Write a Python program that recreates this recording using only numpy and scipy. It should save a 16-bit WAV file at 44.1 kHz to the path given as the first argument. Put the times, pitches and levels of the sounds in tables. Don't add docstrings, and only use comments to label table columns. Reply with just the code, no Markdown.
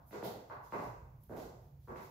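import sys
import numpy as np
from scipy import signal
from scipy.io import wavfile

SR = 44100
rng = np.random.default_rng(int(sys.argv[2]) if len(sys.argv) > 2 else 0)


def waveform_to_disk(signal):
    frames = np.transpose(np.atleast_2d(signal))
    scaled = np.clip(frames, -1, 1) * 32767
    samples = np.round(scaled).astype(np.int16)
    wavfile.write(sys.argv[1], SR, samples)


N = 92874
LEAD = 22050
DIRECT_DB = -17
ROOM_BUILD_S = 0.012


def from_db(db):
    return 10 ** (np.asarray(db) / 20)


def rms_one(x):
    return x / np.sqrt(np.mean(x ** 2) + 1e-20)


def at_hz(points, hz):
    table = np.array(points)
    return np.interp(np.log(hz), np.log(table[:, 0]), table[:, 1])


def band(x, low_hz, high_hz):
    return signal.sosfilt(signal.butter(2, [low_hz, high_hz], "band", fs=SR, output="sos"), x)


def resonance(x, hz, width_hz):
    r = np.exp(-np.pi * width_hz / SR)
    feedback = [1, -2 * r * np.cos(2 * np.pi * hz / SR), r * r]
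    return signal.lfilter(np.array([1, 0, -1]) * (1 - r * r) / 2, feedback, x)


def stereo_bands(size, count, gain):
    # (f/Hz, likeness from -1 opposite to 1 identical)
    likeness = [(60, 0.53), (130, 1), (290, 0.81), (640, 0.44), (1410, -0.4), (3100, 0.14), (6820, 0.35),
                (15000, 0.11)]
    out = 0
    edges = 28 * 2 ** np.arange(0, 9.6, .5)
    white = rng.standard_normal((2, 2, count, size))
    for k, (low, high) in enumerate(zip(edges, edges[1:])):
        centre = np.sqrt(low * high)
        mid, side = band(white[k % 2], low, high)
        alike = np.clip(at_hz(likeness, centre), -1, 1)
        left = np.sqrt(1 + alike) * mid + np.sqrt(1 - alike) * side
        right = np.sqrt(1 + alike) * mid - np.sqrt(1 - alike) * side
        out = out + gain(centre) * np.array([left, right])
    return out


def ring(clicks, modes, first):
    contact_s, contact_cycles = 0.0013, 1.5
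    t = np.arange(SR // 10) / SR
    body = 0
    for k, (hz, db, t60) in enumerate(modes):
        rise = np.sin(np.pi / 2 * np.clip(t / (contact_s + contact_cycles / hz), 0, 1)) ** 2
        decay = from_db(db - 60 * t / t60)
        body = body + (-1) ** (first + k) * decay * np.sin(2 * np.pi * hz * t) * rise
    body = body / np.sqrt(np.sum(body ** 2))
    return signal.fftconvolve(clicks, body[None])[:, :clicks.shape[1]]


def place(s):
    return int(np.clip((s + .1) / .58, 0, 3))


def steps():
    # (t/s, then level/dB of each group: thump, thud, body, knock, clack, tick)
    contacts = [(-.2, -49.5, -66, -53, -52.5, -60, -74.5), (0.109, -56, -70, -56, -69, -65, -66),
                (0.128, -56, -45, -54.5, -53, -57.5, -63), (.226, -47.5, -46, -44.5, -51.5, -58.5, -61),
                (.498, -63, -58, -54, -47.5, -55, -66), (0.722, -45.5, -45, -47, -40.5, -52, -55.5),
                (.798, -52, -53, -50, -55, -59.5, -64), (1.294, -48, -48.5, -53, -60, -63, -77),
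                (1.335, -69, -60, -64, -60, -64, -71), (1.37, -58.5, -50, -51, -57.5, -66, -68.5),
                (1.44, -59.5, -78, -64.5, -67, -90, -103), (1.874, -56, -55, -74, -56.5, -65, -94),
                (1.882, -55.5, -52.5, -56, -51, -59.5, -70.5), (1.96, -57.5, -62.5, -59, -55, -62, -63)]
    # (f/Hz, level/dB, time to fall 60 dB/s)
    shoe_modes = [
        [(116.5, -5.5, 0.061), (185.8, 3, .035), (273, -1, 0.022)],
        [(369.4, -1, 0.023), (473.2, -5, 0.032)],
        [(624.5, 0.5, 0.015), (832, 3.5, 0.0075)],
        [(943, 5.5, .016), (1105, 1, 0.013)],
        [(1465, 0, 0.0061)],
        [(1994, -2.5, 0.0063), (2543, -2, 0.004)],
    ]
    toe_direct_db = 4.5
    heel_direct_db = -1.5
    clicks = np.zeros((len(shoe_modes), 5, LEAD + N))
    last = -1
    for s, *db in contacts:
        at = LEAD + int(s * SR)
        direct_db = toe_direct_db if .03 < s - last < .11 else heel_direct_db
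        clicks[:, place(s), at] = from_db(db)
        clicks[:, 4, at] = from_db(np.add(db, direct_db))
        last = s
    knocks, first = 0, 0
    for group_clicks, modes in zip(clicks, shoe_modes):
        knocks = knocks + ring(group_clicks, modes, first)
        first += len(modes)
    return knocks


def room(dry, direct):
    # (f/Hz, time to fall 60 dB/s)
    echo_times = [(100, 0.36), (400, 0.66), (1000, 0.74), (2500, .65), (6000, 0.67), (14000, 0.6)]
    t = np.arange(SR) / SR
    echoes = stereo_bands(SR, count=4, gain=lambda hz: from_db(-60 * t / at_hz(echo_times, hz)))
    echoes = echoes * (1 - np.exp(-t / ROOM_BUILD_S))
    wet = signal.fftconvolve(echoes, dry[None], axes=2).sum(axis=1)[:, LEAD:LEAD + N]
    return wet + np.sqrt(SR / 10) * from_db(DIRECT_DB) * direct[LEAD:]


def hum():
    # (f/Hz, width of the narrower of two filters/Hz, level before the waver/dB)
    room_modes = [(50, 24.6, -65.5), (77.8, 42, -69), (113.6, 26.2, -65), (140.6, 11.3, -71),
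                  (180, 90, -81.5)]
    waver_db, waver_per_s = -4.5, 3.7
    out = 0
    for hz, width_hz, db in room_modes:
        waver = np.interp(np.arange(N) * waver_per_s / SR, np.arange(30), rng.standard_normal(30))
        noise = rng.standard_normal(LEAD + N)
        tone = resonance(resonance(noise, hz, width_hz), hz, 2 * width_hz)[LEAD:]
        out = out + from_db(db + waver_db * waver) * rms_one(tone)
    return out


def air():
    # (f/Hz, relative level per Hz/dB)
    colour = [(30, -11.5), (60, -2), (150, -13), (260, -14), (600, -20.5), (1100, -26), (1900, -25.5),
              (3200, -34), (6000, -35), (9000, -54), (12000, -39), (15500, -22)]
    level_db = -73.5
    hiss = stereo_bands(LEAD + N, count=1, gain=lambda hz: from_db(at_hz(colour, hz)))[:, 0, LEAD:]
    return from_db(level_db) * rms_one(hiss)


def scuffs():
    # (t/s, length/s, coarse level/dB, gritty level/dB, fine level/dB, nearness/dB)
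    rubs = [(-.02, 0.055, -89, -90, -87, -4), (0.059, 0.037, -93, -78.5, -62, -8),
            (0.104, 0.082, -62, -63, -64.5, -9), (0.229, 0.013, -52, -59, -49.5, -15),
            (0.484, 0.034, -70.5, -81, -75.5, -2), (0.625, 0.019, -75, -72, -67, -6),
            (0.696, 0.18, -62.5, -64, -63, -18), (0.803, 0.064, -87, -70.5, -65.5, 3),
            (1.201, 0.025, -87, -85, -70, -3), (1.235, 0.007, -92, -92, -72, 11),
            (1.286, 0.069, -75.5, -74.5, -68, 1), (1.35, 0.029, -69.5, -71, -68, -15),
            (1.364, 0.082, -64, -63.5, -60, 4.5), (1.607, 0.092, -85.5, -90, -79, 8),
            (1.799, 0.076, -81, -82, -72.5, 0.5), (1.873, .05, -79, -75.5, -74, 2.5),
            (1.947, 0.024, -67.5, -69.5, -67.5, -12), (2.002, 0.044, -71, -68.5, -62.5, 0.1)]
    # (coarse/s, gritty/s, fine/s)
    tail_times = (0.56, 0.67, .42)
    bands = (2870, 4860), (4490, 7500), (10700, 15900)   # coarse, gritty, fine (Hz)
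    grit_per_s, grit_spread_db, rise_s = 6000, 1, 0.00067
    t = np.arange(N) / SR
    hits = rng.random(N) < grit_per_s / SR
    sizes = from_db(grit_spread_db * np.minimum(rng.exponential(1, N), 3))
    grains = hits * sizes * rng.choice([-1, 1], N)
    colours = np.array([rms_one(band(grains, *hz)) for hz in bands])
    power, out = 0, 0
    for s, length, *db, near_db in rubs:
        rise = np.clip((t - s) / rise_s, 0, 1)
        fall = np.clip(1 - (t - s) / max(length, .003), 0, 1) ** .5
        swell = rise * fall
        swell = swell / np.sqrt(np.sum(swell ** 2))
        power = power + np.outer(from_db(db), swell) ** 2
        out = out + np.sqrt(SR / 10) * from_db(DIRECT_DB + near_db) * swell * (from_db(db) @ colours)
    for energy, hz, t60 in zip(power, bands, tail_times):
        tail = (from_db(-60 * t / t60) * (1 - np.exp(-t / ROOM_BUILD_S))) ** 2
        loudness = np.sqrt(np.abs(signal.fftconvolve(energy, tail)[:N]))
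        out = out + loudness * rms_one(band(rng.standard_normal((2, N)), *hz))
    return out


def hum_swells():
    # (t/s, length/s, f/Hz, level at the top of the swell/dB)
    swells = [(0.804, 0.46, 121.5, -60.5), (1.637, 0.4, 137.6, -60)]
    out, t = 0, np.arange(N) / SR
    for s, length, hz, db in swells:
        noise = rng.standard_normal(LEAD + N)
        tone = rms_one(resonance(resonance(noise, hz, 4.8), hz, 12.0)[LEAD:])
        swell = np.sin(np.pi * np.clip((t - s) / length, 0, 1)) ** .5
        out = out + from_db(db) * swell * tone
    return out


def scene():
    left_db = -2
    knocks = steps()
    mix = room(knocks[:4], knocks[4]) + scuffs() + hum() + hum_swells() + air()
    return mix * from_db([[left_db / 2], [-left_db / 2]])


def record(dry):
    bass_cut_hz, cutoff_hz = 36, 15900
    dip_hz, dip_width_hz, dip_share = 8900, 1100, 0.5
    dry = signal.sosfilt(signal.butter(4, bass_cut_hz, "high", fs=SR, output="sos"), dry)
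    dipped = dry - dip_share * resonance(dry, dip_hz, dip_width_hz)
    return signal.sosfilt(signal.cheby2(24, 60, cutoff_hz, fs=SR, output="sos"), dipped)


dry = scene()
out = record(dry)
waveform_to_disk(out)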